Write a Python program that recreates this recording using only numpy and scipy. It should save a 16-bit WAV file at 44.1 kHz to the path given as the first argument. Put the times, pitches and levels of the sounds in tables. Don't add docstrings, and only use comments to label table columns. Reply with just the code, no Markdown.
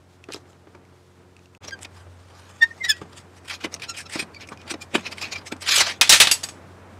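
import sys
import numpy as np
from scipy import signal
from scipy.fft import rfft, irfft
from scipy.io import wavfile

SR = 44100
rng = np.random.default_rng(int(sys.argv[2]) if len(sys.argv) > 2 else 0)


def store_pcm(level_fs):
    pcm = np.round(np.clip(level_fs, -1, 1) * 32767).astype(np.int16)
    wavfile.write(sys.argv[1], SR, np.atleast_2d(pcm).T)


def amplitude_ratio(level_db):
    exponent = np.asarray(level_db, float) / 20
    return 10 ** exponent


N = 308429


def band(x, low_hz, high_hz, order=2):
    return signal.sosfilt(signal.butter(order, [low_hz, high_hz], "band", fs=SR, output="sos"), x)


def rms_one(x):
    return x / np.sqrt(np.mean(x ** 2) + 1e-20)


def at_hz(points, hz):
    curve_hz, curve_db = np.transpose(points)
    return np.interp(np.log(hz), np.log(curve_hz), curve_db)


def drift(rate, size=N):
    step_rate = 2000
    points = rng.standard_normal(int(size / SR * step_rate) + 500)
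    r = np.exp(-2 * np.pi * rate / step_rate)
    slow = signal.lfilter([1], [1, -2 * r, r * r], points)[498:]
    slow = slow * 2 * (1 - r) ** 1.5
    return np.interp(np.arange(size) / SR * step_rate, np.arange(len(slow)), slow)


def ring(x, hz, t60):
    r = amplitude_ratio(-60 / (t60 * SR))
    w = 2 * np.pi * hz / SR
    return signal.lfilter([0, np.sin(w)], [1, -2 * r * np.cos(w), r * r], x + 1e-18)


def swell(s, rise_ms, fall_ms, shape):
    first = max(0, int((s - .008 * rise_ms) * SR))
    last = min(N, int((s + .01 * fall_ms) * SR))
    at = np.arange(first, last)
    ms = (at / SR - s) * 1000
    side_ms = np.where(ms < 0, max(rise_ms, .3), max(fall_ms, .3))
    return at, 2.0 ** -np.abs(ms / side_ms) ** shape


def coloured(spectrum):
    hz = np.maximum(np.arange(N // 2 + 1) * SR / N, 1)
    inside = (hz > spectrum[0][0] / 2) & (hz < spectrum[-1][0] * 2)
    return rms_one(irfft(rfft(rng.standard_normal(N)) * amplitude_ratio(at_hz(spectrum, hz)) * inside, N))


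# pitch in Hz, level in dB per Hz.
RUMBLE_TONE = [(20, -47.5), (45, -19.5), (65, -11), (90, -4.5), (130, -4.5), (270, -4.5), (750, -10),
               (1300, -13), (2500, -21.5), (5000, -44)]
# pitch in Hz, level in dB per Hz.
HISS_TONE = [(900, 5), (1600, -2.5), (3500, 1.5), (8000, -4), (12000, -12.5), (16000, -19)]
# multiple of the lowest pitch, level in dB.
DRONE_LINES = [(1, 1), (1.497, -11), (2, -12.5), (3, -16.5), (4, -9.5), (5.001, -13), (7.25, -35)]
# time in seconds, level in dB.
BUSTLE_LEVEL = [(0.0, -56), (1.57, -57.5), (1.61, -47.5), (2.05, -54.5), (4.1, -49.5), (6.5, -46),
                (6.99, -46.5)]
# time in seconds, level in dB.
MOTOR_LEVEL = [(0.0, -56), (0.52, -55.5), (1.57, -57), (1.61, -53), (2.05, -46), (2.6, -52), (4.09, -53),
               (5.5, -50), (6.499, -50.5), (6.99, -49)]
# time in seconds, level in dB.
HUM_LEVEL = [(0.0, 2), (0.45, 4), (1.57, 4.5), (2.0, -8), (3.2, 9.5), (3.6, -3.5), (6.3, -6), (6.7, -6)]


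def background():
    t = np.arange(N) / SR
    rumble_db, motor_db, hum_db = [np.interp(t, *np.transpose(curve))
                                   for curve in (BUSTLE_LEVEL, MOTOR_LEVEL, HUM_LEVEL)]
    drone_hz = 90.2 * (1 + 0.006 * drift(3))
    phase = 2 * np.pi * np.cumsum(drone_hz) / SR
    multiple, lowest_db = DRONE_LINES[0]
    lowest = amplitude_ratio(lowest_db + drift(25)) * np.sin(multiple * phase)
    throb = 0.23 * rms_one(band(rng.standard_normal(N), 73, 110))
    hum = sum(amplitude_ratio(level_db - 55 + drift(1.7)) * np.sin(k * phase) for k, level_db in DRONE_LINES[1:])
    rumble = amplitude_ratio(rumble_db + 1.2 * drift(6)) * coloured(RUMBLE_TONE)
    hiss_db = -63.5 + 0.38 * (rumble_db + 50.5)
    hiss = amplitude_ratio(hiss_db + 1.4 * drift(9)) * coloured(HISS_TONE)
    return rumble + hiss + amplitude_ratio(motor_db + 1) * (lowest + throb) + amplitude_ratio(hum_db) * hum


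def blows(table, cycles, linger, crack_db, crack_per_ring, low_hz, high_hz, boom_db):
    out, t = np.zeros(N + SR), np.arange(SR // 4) / SR
    for s, peak_db, hz in table:
        t60 = (cycles - linger * peak_db) / hz
        puff = rng.standard_normal(len(t)) * amplitude_ratio(crack_db - 60 * t / (crack_per_ring * t60))
        puff = band(puff, low_hz, high_hz)
        tone = np.sin(2 * np.pi * hz * t) * amplitude_ratio(-60 * t / t60)
        tone += np.sin(2 * np.pi * 0.81 * hz * t) * amplitude_ratio(boom_db - 28 * t / t60)
        start = int(s * SR)
        out[start:start + len(t)] += amplitude_ratio(peak_db) * (tone * np.minimum(t * hz, 1) + puff)
    return out[:N]


def sharp_blows(table, cycles):
    return 0.49 * blows(table, cycles, 0, crack_db=-2.5, crack_per_ring=1.0, low_hz=2234, high_hz=6840, boom_db=-38)


# start in seconds, peak level in dB, ring pitch in Hz.
PLAY_TICKS = [(0.2403, -26.5, 2630), (0.3226, -19, 4140), (0.3443, -12.5, 5100), (0.3606, -24, 4000),
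              (0.5312, -40, 3040), (0.7512, -36.5, 2310), (0.8515, -44, 2210), (1.366, -33, 2600),
              (1.392, -39, 2520), (1.4577, -37.5, 2700), (1.5494, -33, 2620), (1.7085, -25, 4700),
              (1.709, -26, 2000), (3.7411, -7.5, 5600), (3.7978, -28, 2530), (3.8205, -17, 2420),
              (4.3464, -27, 2430), (4.4882, -25, 2240), (4.574, -29.5, 2480), (5.1821, -18.5, 2160),
              (5.215, -15.5, 2480), (5.622, -17, 7480)]


def play_ticks():
    return sharp_blows(PLAY_TICKS, cycles=35)


# start in seconds, peak level in dB, pitch in Hz.
FLOOR_KNOCKS = [(0.287, -21, 377), (0.302, -22.5, 510), (0.344, -21.5, 396), (0.363, -28, 377),
                (0.455, -36, 370), (0.671, -31, 404), (0.748, -30, 353), (1.64, -32, 332),
                (1.683, -28, 580), (2.067, -34, 600), (3.015, -25, 196), (3.016, -20.5, 411),
                (3.645, -12.5, 310), (3.667, -29, 228), (4.157, -12, 316), (4.199, -27, 370),
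                (4.224, -23.5, 220), (4.401, -40, 245), (4.518, -26, 255), (4.53, -37, 576),
                (4.713, -19, 332), (4.739, -21.5, 306), (4.9505, -17, 370), (4.952, -5, 297),
                (4.978, -19, 224), (5.524, -13, 317), (5.558, -33, 241), (3.055, -34, 378),
                (5.777, -13.5, 508), (5.779, -38, 254)]


def floor_knocks():
    return 0.51 * blows(FLOOR_KNOCKS, cycles=9.9, linger=0.35, crack_db=4, crack_per_ring=1.18,
                        low_hz=186, high_hz=1380, boom_db=-10.5)


# start in seconds, peak level in dB, ring pitch in Hz.
GRIT_SNAPS = [(0.2885, -33, 4300), (0.3225, -15, 6000), (0.3363, -13.5, 8500), (0.337, -15, 2750),
              (1.7908, -30, 7000), (1.8318, -11.5, 7600), (1.84, -25, 9000), (1.848, -18, 2300),
              (1.8715, -46, 8490), (3.763, -27, 2700), (4.6164, -26.5, 2880), (4.6798, -23.5, 3480),
              (5.5657, -28, 5520)]


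def grit_snaps():
    return sharp_blows(GRIT_SNAPS, cycles=15)


def steel(force, treble, body, modes, per_s, spread_db, ring_db, dense_db):
    caught = rng.random((3, N)) < per_s / SR
    strength = amplitude_ratio(spread_db * np.minimum(rng.exponential(1, (3, N)), 5))
    catches = rms_one(caught * strength * rng.choice([-1, 1], (3, N)))
    middle, high, low = catches * [force, treble, body]
    out = 2.28 * band(middle, 1590, 4840) + 1.34 * band(high, 4500, 9040) + 0.98 * band(low, 490, 1474)
    direct = out * amplitude_ratio(dense_db)
    t = np.arange(2000) / SR
    for thicket in rng.standard_normal((5, len(t))) * amplitude_ratio(-60 * t / 0.0078):
        thicket = thicket / np.linalg.norm(thicket)
        out += signal.oaconvolve(direct * .25 * drift(14), thicket)[:N]
    for k, (hz, width, level_db) in enumerate(modes):
        push = treble if hz > 4500 else force
        mode_db = ring_db + level_db + 4 * drift(12)
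        drive = np.roll(catches[2], 999 * (k + 1)) * push * amplitude_ratio(mode_db)
        out += (-1) ** k * ring(drive, hz, 2.2 / width) * np.sqrt(width / SR)
    return out


# pitch in Hz, width in Hz, level in dB.
STANDING_MODES = [(2320, 100, 2), (2480, 215, 6), (2000, 650, -12.5), (4040, 80, -20), (5020, 230, -8),
                  (5400, 41, -3.5), (5180, 360, 4.5), (8000, 45, -4), (8640, 42, -2.5)]
# peak time in seconds, level in dB, length in ms, treble in dB.
CREAK_RUBS = [(0.333, -35.5, 23, -6), (0.364, -55, 44, 3), (0.5, -60.5, 43, 3), (1.645, -36.5, 18, -40),
              (1.687, -34.5, 10, -30), (1.709, -44, 2.1, -32), (1.792, -45, 4.1, -14), (1.824, -42, 13, 5),
              (1.852, -31.5, 4.8, -23), (1.97, -58.5, 72, 3), (2.305, -58, 15, -9), (2.39, -61, 25, 5),
              (2.5, -52.5, 12, 0), (2.6, -55.5, 640, -1), (2.85, -28, 12, -1.5), (2.9, -29, 16, -16),
              (2.968, -45, 21, -9), (3.02, -44, 11, -9), (3.132, -49, 11, -6), (3.178, -43, 28, -0.5),
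              (3.372, -54, 24, 3)]
# peak time in seconds, level in dB, length in ms, treble in dB.
WOBBLE_RUBS = [(3.458, -54.5, 22, 4), (3.512, -34, 27, -14), (3.542, -33, 20.5, -6),
               (3.618, -41.5, 24, -20), (3.647, -25, 13.5, -27), (3.729, -44.5, 17, -1),
               (3.745, -32.5, 4.5, 4.5), (3.765, -47, 6.2, -17), (3.836, -38, 33, -11), (3.9, -41, 14, 6.5),
               (3.951, -39.5, 18, -14), (3.976, -36.5, 12.4, 6), (4.002, -35, 23, 2),
               (4.066, -38, 9.3, -40), (4.103, -47, 16, -2), (4.138, -32.5, 28, -2), (4.159, -32, 21, -7),
               (4.199, -28.5, 20, -1), (4.225, -34, 9.9, -23), (4.36, -55, 8.6, -18), (4.417, -38, 23, -37),
               (4.475, -45, 5.4, 0), (4.491, -41, 4.7, 0), (4.525, -44, 17, -6), (4.621, -49.5, 35, -25)]
# peak time in seconds, level in dB, length in ms, treble in dB.
CATCH_RUBS = [
    (3.481, -39.5, 15, -1),
    (3.498, -37, 11, -1),
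    (3.606, -50, 14, -7),
    (3.798, -44, 8, -6),
    (3.822, -33.5, 11, -4),
    (4.097, -47, 8, 1),
    (5.214, -37.5, 9.3, -1),
    (5.867, -38, 15.5, -9),
]
# peak time in seconds, level in dB, length in ms, treble in dB.
SHUFFLE_RUBS = [(4.679, -39.5, 19, -23), (4.71, -25.5, 16.4, -10), (4.742, -29.5, 3.8, -28),
                (4.822, -35.5, 14, 5.5), (4.915, -61, 11, -13), (4.945, -32.5, 11, -33),
                (4.954, -19.5, 9.9, -10), (4.98, -38, 63, -11), (5.067, -33.5, 20, -40),
                (5.122, -36, 17, -1), (5.185, -38, 24, -6), (5.226, -37, 18, 3), (5.258, -36.5, 38, -40),
                (5.329, -32, 15, -9), (5.362, -33, 10.6, -26), (5.384, -40.5, 10, -8), (5.416, -49, 11, -9),
                (5.474, -36, 18.4, -1.5), (5.523, -27.5, 7, -9.5), (5.568, -59, 7.2, 6),
                (5.625, -35, 17.3, 3)]
# time in seconds, pressure in dB.
DRAG_PRESSURE = [
    (5.64, -44),
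    (5.667, -33),
    (5.681, -25.5),
    (5.758, -25),
    (5.815, -22.5),
    (5.855, -32),
    (5.872, -30.5),
    (5.924, -35),
    (5.985, -59.5),
]
# peak time in seconds, level in dB, length in ms, treble in dB.
DRAG_JOLTS = [
    (5.666, -28, 5, -12),
    (5.69, -20.5, 17, -6.5),
    (5.72, -16, 13, -8.5),
    (5.742, -19, 12, -8),
    (5.764, -17.5, 16, 1.5),
    (5.784, -14, 7, 3),
    (5.803, -17.5, 11, 1.5),
    (5.813, -23, 8, -10),
    (5.9, -36.5, 11, -9),
    (5.923, -41.5, 5.4, -5),
]


def rubs():
    force, t = np.zeros((3, N)), np.arange(N) / SR
    # its table, low ring of its parts (dB), share of the length before the peak
    for table, body_db, rise in ((CREAK_RUBS, -4, 0.44), (WOBBLE_RUBS, -0.5, 0.44), (SHUFFLE_RUBS, 1.5, 0.44),
                                 (DRAG_JOLTS, -2.5, 0.44), (CATCH_RUBS, -2.5, 0.16)):
        for s, level_db, length_ms, treble_db in table:
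            at, gain = swell(s, rise * length_ms, (1 - rise) * length_ms, shape=1.3)
            fullness_db = body_db - 0.8 * (level_db + 32.5)
            force[:, at] += gain * amplitude_ratio(level_db + np.array([[0], [treble_db], [fullness_db]]))

    s, pressure_db = np.transpose(DRAG_PRESSURE)
    drag_db = np.interp(t, s, pressure_db, left=-120, right=-120)
    treble_db = 1 + 2.5 * (drag_db - pressure_db.max())
    body_db = -6.5 + 27.5 * np.clip(t - s[0], 0, s[-1] - s[0])
    force += amplitude_ratio(drag_db + 3.5 + np.array([0 * t, treble_db, body_db]))

    flutter_db = np.where(t < s[0], 1.6, 0.84) * drift(90)
    ring_db = np.select([t < WOBBLE_RUBS[0][0] - .05, t < s[0]], [-10.5, -1.5], -14)
    return 0.63 * steel(*force * amplitude_ratio(flutter_db), STANDING_MODES, per_s=19000, spread_db=2.1,
                        ring_db=ring_db, dense_db=3)


# peak time in seconds, pitch in Hz, level in dB, length in ms, width in Hz.
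GLINT_TONES = [(3.511, 2230, -37, 25, 300), (3.541, 5600, -48, 19, 300), (3.615, 5470, -56, 18, 250),
               (3.648, 2190, -29.5, 12.2, 300), (3.83, 2410, -38, 18, 200), (4.0, 1740, -40, 16, 100),
               (4.157, 2700, -41, 9.2, 400), (4.2, 4900, -30, 12, 250), (4.2, 2460, -28.5, 14, 150),
               (4.35, 4580, -46, 15, 150), (4.372, 4570, -48, 9.8, 100), (4.416, 5350, -50, 24, 200),
               (4.435, 2620, -43.5, 20, 400), (4.497, 8650, -51, 12, 80), (4.525, 1240, -36, 16.3, 500),
               (4.595, 5300, -56, 12, 200), (4.713, 5820, -38, 13, 120), (4.711, 8300, -33.5, 15.6, 400),
               (4.955, 2200, -26, 6, 500), (5.064, 2530, -31, 22, 250), (5.07, 5250, -34, 14, 300),
               (5.06, 4100, -42, 23, 120), (5.126, 2630, -37.5, 18, 250), (5.123, 4840, -36, 11, 400),
               (5.224, 5100, -31.5, 22, 400), (5.235, 2580, -30, 28, 200), (5.259, 4260, -40, 18, 300),
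               (5.327, 4670, -32.5, 16.7, 400), (5.328, 6700, -36.5, 16.6, 300),
               (5.385, 4930, -42, 16, 150), (5.475, 6100, -43, 16, 150), (5.719, 2280, -33, 31.4, 400),
               (5.762, 7950, -22, 13, 250), (5.789, 2940, -21, 33, 150), (5.812, 1600, -22.5, 17, 396),
               (5.88, 6500, -42, 30, 202), (1.683, 5670, -34.5, 12.4, 200), (1.853, 2360, -41, 9.5, 300),
               (1.853, 606, -40, 8, 300), (2.939, 2700, -51, 30, 60), (3.898, 6810, -33.5, 15, 60),
               (4.13, 8950, -41, 14, 150), (3.902, 8200, -48, 18, 80)]


def glints():
    out = np.zeros(N)
    for s, hz, level_db, length_ms, width in GLINT_TONES:
        at, gain = swell(s, 0.44 * length_ms, 0.56 * length_ms, shape=1.46)
        tone = ring(rng.standard_normal(len(at)), hz, 2.2 / width)
        out[at] += amplitude_ratio(level_db) * gain * rms_one(tone)
    return out


# peak time in seconds, pitch in Hz, level in dB,
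# length in ms, overtone loss in dB at the first octave.
SCREW_SQUEAKS = [(1.732, 1606, -20.5, 19, 15.5), (2.631, 1848, -2, 19, 25), (2.62, 3580, -21, 10.2, 14),
                 (2.665, 1840, -30, 20, 27), (2.714, 1845, -23, 11.4, 40), (2.819, 2092, -18.5, 17.4, 55),
                 (2.846, 1910, -14.5, 15, 13.5), (2.866, 1980, -18.5, 13.5, 27), (2.882, 1890, -26, 12, 29),
                 (2.956, 1916, -32, 60, 33), (2.903, 1739, -10.5, 22, 5.5), (2.856, 3850, -25, 15, 43),
                 (2.917, 2540, -22.5, 18, 20), (3.897, 1369, -25.5, 17.6, 5), (3.91, 1369, -26, 20, 9.5),
                 (4.065, 1330, -33.5, 17, 8), (4.368, 2320, -29, 11, 13), (4.6, 2440, -38.5, 16, 23),
                 (4.822, 2413, -25.5, 14.4, 30), (5.361, 2360, -22.5, 18, 24), (4.204, 8640, -19.5, 25, 38),
                 (5.515, 1354, -27.5, 12, 32)]
# pitch in Hz, level in dB.
SQUEAK_TONE = [(1000, -14), (5600, -2.5), (7000, -15), (9000, -21), (11000, -34.5), (16000, -32.5)]


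def squeaks():
    out = np.zeros(N)
    for s, hz, level_db, length_ms, loss_db in SCREW_SQUEAKS:
        at, gain = swell(s, 0.45 * length_ms, 0.55 * length_ms, shape=1.78)
        sag = .055 * max(0, 3 - loss_db / 8) * (1 - gain) ** 2 * (at > s * SR)
        wander = (0.001 + 0.0043 * amplitude_ratio(level_db / 1.7)) * drift(120, size=len(at))
        phase = 2 * np.pi * np.cumsum(hz * (1 - sag + wander)) / SR
        softness = .45 - level_db / 35
        roughness_db = .3 + .55 * amplitude_ratio(level_db / 2) + 2.5 / loss_db
        for k in np.arange(.5, 9.5, .5):
            flutter_db = roughness_db * (1 + np.log2(1 + k)) * drift(220, size=len(at))
            if k == 1:
                flutter_db = .3 * flutter_db
            if k % 1:
                part_db = -26 + 0.72 * level_db - 2.2 * k
            else:
                part_db = -loss_db * np.log2(k) ** 0.41
            part_db += level_db + at_hz(SQUEAK_TONE, k * hz) * softness + flutter_db
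            if k * hz < 17000:
                out[at] += gain ** (1 + .03 * k) * amplitude_ratio(part_db) * np.sin(k * phase + k * k)
    return out * np.sqrt(2) - 0.28 * out ** 2


# peak time in seconds, level in dB, rise in ms, fall in ms.
BASE_ROCKS = [
    (3.649, -29.5, 6.8, 9.4),
    (3.749, -42, 14, 7.5),
    (4.16, -37, 2.7, 10.5),
    (4.2, -38.5, 9.8, 12),
    (4.53, -45, 7.2, 12),
    (4.746, -34.5, 4, 8.6),
    (4.953, -24, 6.7, 9.1),
    (5.525, -29.5, 2.4, 3.9),
    (5.08, -48.5, 40, 110),
]
THUMP_HZ = (184, 594)


def rocks():
    force = np.zeros(N)
    for s, level_db, rise_ms, fall_ms in BASE_ROCKS:
        at, gain = swell(s, rise_ms, fall_ms, shape=1.14)
        force[at] += amplitude_ratio(level_db) * gain
    return force * rms_one(band(rng.standard_normal(N), *THUMP_HZ))


# start in seconds, blow in dB, time to fade by 60 dB in ms, treble in dB, body in dB.
FALL_BLOWS = [(6.0113, -3, 55, -3.5, -6), (6.029, -26, 130, -11, -1), (6.074, -33.5, 82, -9.5, -1),
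              (6.0934, -7.5, 150, 5.5, 2.5), (6.123, -7.5, 182, -2, -2.5), (6.2008, -2, 97, -1, -5.5),
              (6.213, -13, 76, -7, -3), (6.25, -23, 25, -8, -19), (6.2708, -16, 76, -9.5, 0.5),
              (6.3126, -18.5, 80, 11, -4.5), (6.4321, -35.5, 73, 4, 11.5), (6.437, -34.5, 66, 4, 1),
              (6.458, -50, 22, -7, -21), (6.4871, -40, 69, 5, 9)]
# pitch in Hz, width in Hz, level in dB.
FALLEN_MODES = [(970, 87, -6), (1800, 90, -18.5), (2500, 60, -6.5), (3300, 80, -17), (3450, 600, 3),
                (4680, 120, -8.5), (5350, 80, -4.5), (6700, 100, -11), (7950, 30, -7.5), (9800, 36, -9.5),
                (11700, 40, -23.5), (10700, 39.9, -21)]


def falls():
    force, t = np.zeros((3, N + SR)), np.arange(SR // 2) / SR
    for s, blow_db, t60_ms, treble_db, body_db in FALL_BLOWS:
        dying = amplitude_ratio(-60000 * t / t60_ms) * np.minimum(t / 0.00035, 1)
        dying += amplitude_ratio(-22 - 184 * t)
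        start = int(s * SR)
        force[:, start:start + len(t)] += dying * amplitude_ratio(blow_db + np.array([[0], [treble_db], [body_db]]))
    ring_db = np.where(np.arange(N) < 6.3 * SR, -5.5, 0.5)
    return steel(*force[:, :N], FALLEN_MODES, per_s=16000, spread_db=1, ring_db=ring_db, dense_db=-16)


# start in seconds, pitch in Hz, peak level in dB, time to fade by 60 dB in ms.
FALL_CHIMES = [(6.012, 2500, -9.5, 67), (6.012, 3663, -5, 48), (6.012, 950, -24, 140),
               (6.012, 3110, -16, 75), (6.012, 7920, -23.5, 120), (6.094, 3724, -9, 160),
               (6.094, 3977, -8, 120), (6.094, 6450, -15, 130), (6.094, 7920, -23, 90),
               (6.094, 2762, -12, 90), (6.124, 1774, -16, 160), (6.124, 3960, -15, 110),
               (6.124, 3170, -18, 100), (6.124, 5245, -13, 110), (6.124, 6420, -13.5, 150),
               (6.201, 2583, -11.5, 170), (6.201, 3670, -11, 100), (6.201, 3396, -10, 81),
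               (6.201, 6060, -9.5, 100), (6.201, 7960, -20.5, 160), (6.317, 4684, -14.5, 81),
               (6.313, 6700, -20, 94), (6.313, 7990, -24, 110), (6.313, 11750, -24, 120),
               (6.313, 13800, -39, 90), (6.313, 2750, -22, 150), (6.313, 9790, -32, 120),
               (6.313, 11150, -25.5, 95), (6.4375, 4680, -17.5, 33), (6.434, 6700, -23, 62),
               (6.4375, 7950, -37.5, 240), (6.4356, 8300, -28.5, 54), (6.4356, 9800, -34, 74),
               (6.4375, 11700, -43, 140), (6.4873, 4680, -44, 87), (6.4873, 6540, -35, 74)]


def chimes():
    out, t = np.zeros(N + SR), np.arange(SR // 2) / SR
    for s, hz, peak_db, t60_ms in FALL_CHIMES:
        detune, angle = rng.uniform(.004, .012), rng.uniform(0, 2 * np.pi)
        pair = np.sin(2 * np.pi * hz * t)
        pair += .4 * np.sin(2 * np.pi * hz * (1 + detune) * t + angle)
        start = int(s * SR)
        out[start:start + len(t)] += amplitude_ratio(peak_db - 60000 * t / t60_ms) * np.minimum(t / .001, 1) * pair
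    return out[:N]


def garage(x):
    t = np.arange(SR // 2) / SR
    tail = band(rng.standard_normal(len(t)), 300, 6200, order=1)
    tail = tail * amplitude_ratio(-60 * t / 0.094) * (t > .004)
    return signal.fftconvolve(x, amplitude_ratio(-20) * tail / np.linalg.norm(tail))[:N]


SILENCE_S = (1.578, 1.604)


def scene():
    near = play_ticks() + floor_knocks() + grit_snaps() + rubs() + glints() + squeaks()
    near += rocks() + falls() + chimes()
    t = np.arange(N) / SR
    fade_out = (SILENCE_S[0] - t) / 0.0017
    fade_in = (t - SILENCE_S[1]) / 0.019
    running = np.clip(np.maximum(fade_out, fade_in), 0, 1)
    return ((near + garage(near) + background()) * running)[None]


def roll_off(x):
    return signal.sosfilt(signal.butter(12, 16800, fs=SR, output="sos"), x)


def record(dry):
    overload = .6
    top = signal.cheby2(10, 30, 16100, fs=SR, output="sos")
    dull = signal.sosfilt(top, dry)
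    flat = dull / (1 + np.abs(dull / overload) ** 10) ** (1 / 10)
    mix = band(signal.sosfilt(top, flat), 36, 19000)
    return roll_off(mix)


dry = scene()
out = record(dry)
store_pcm(out)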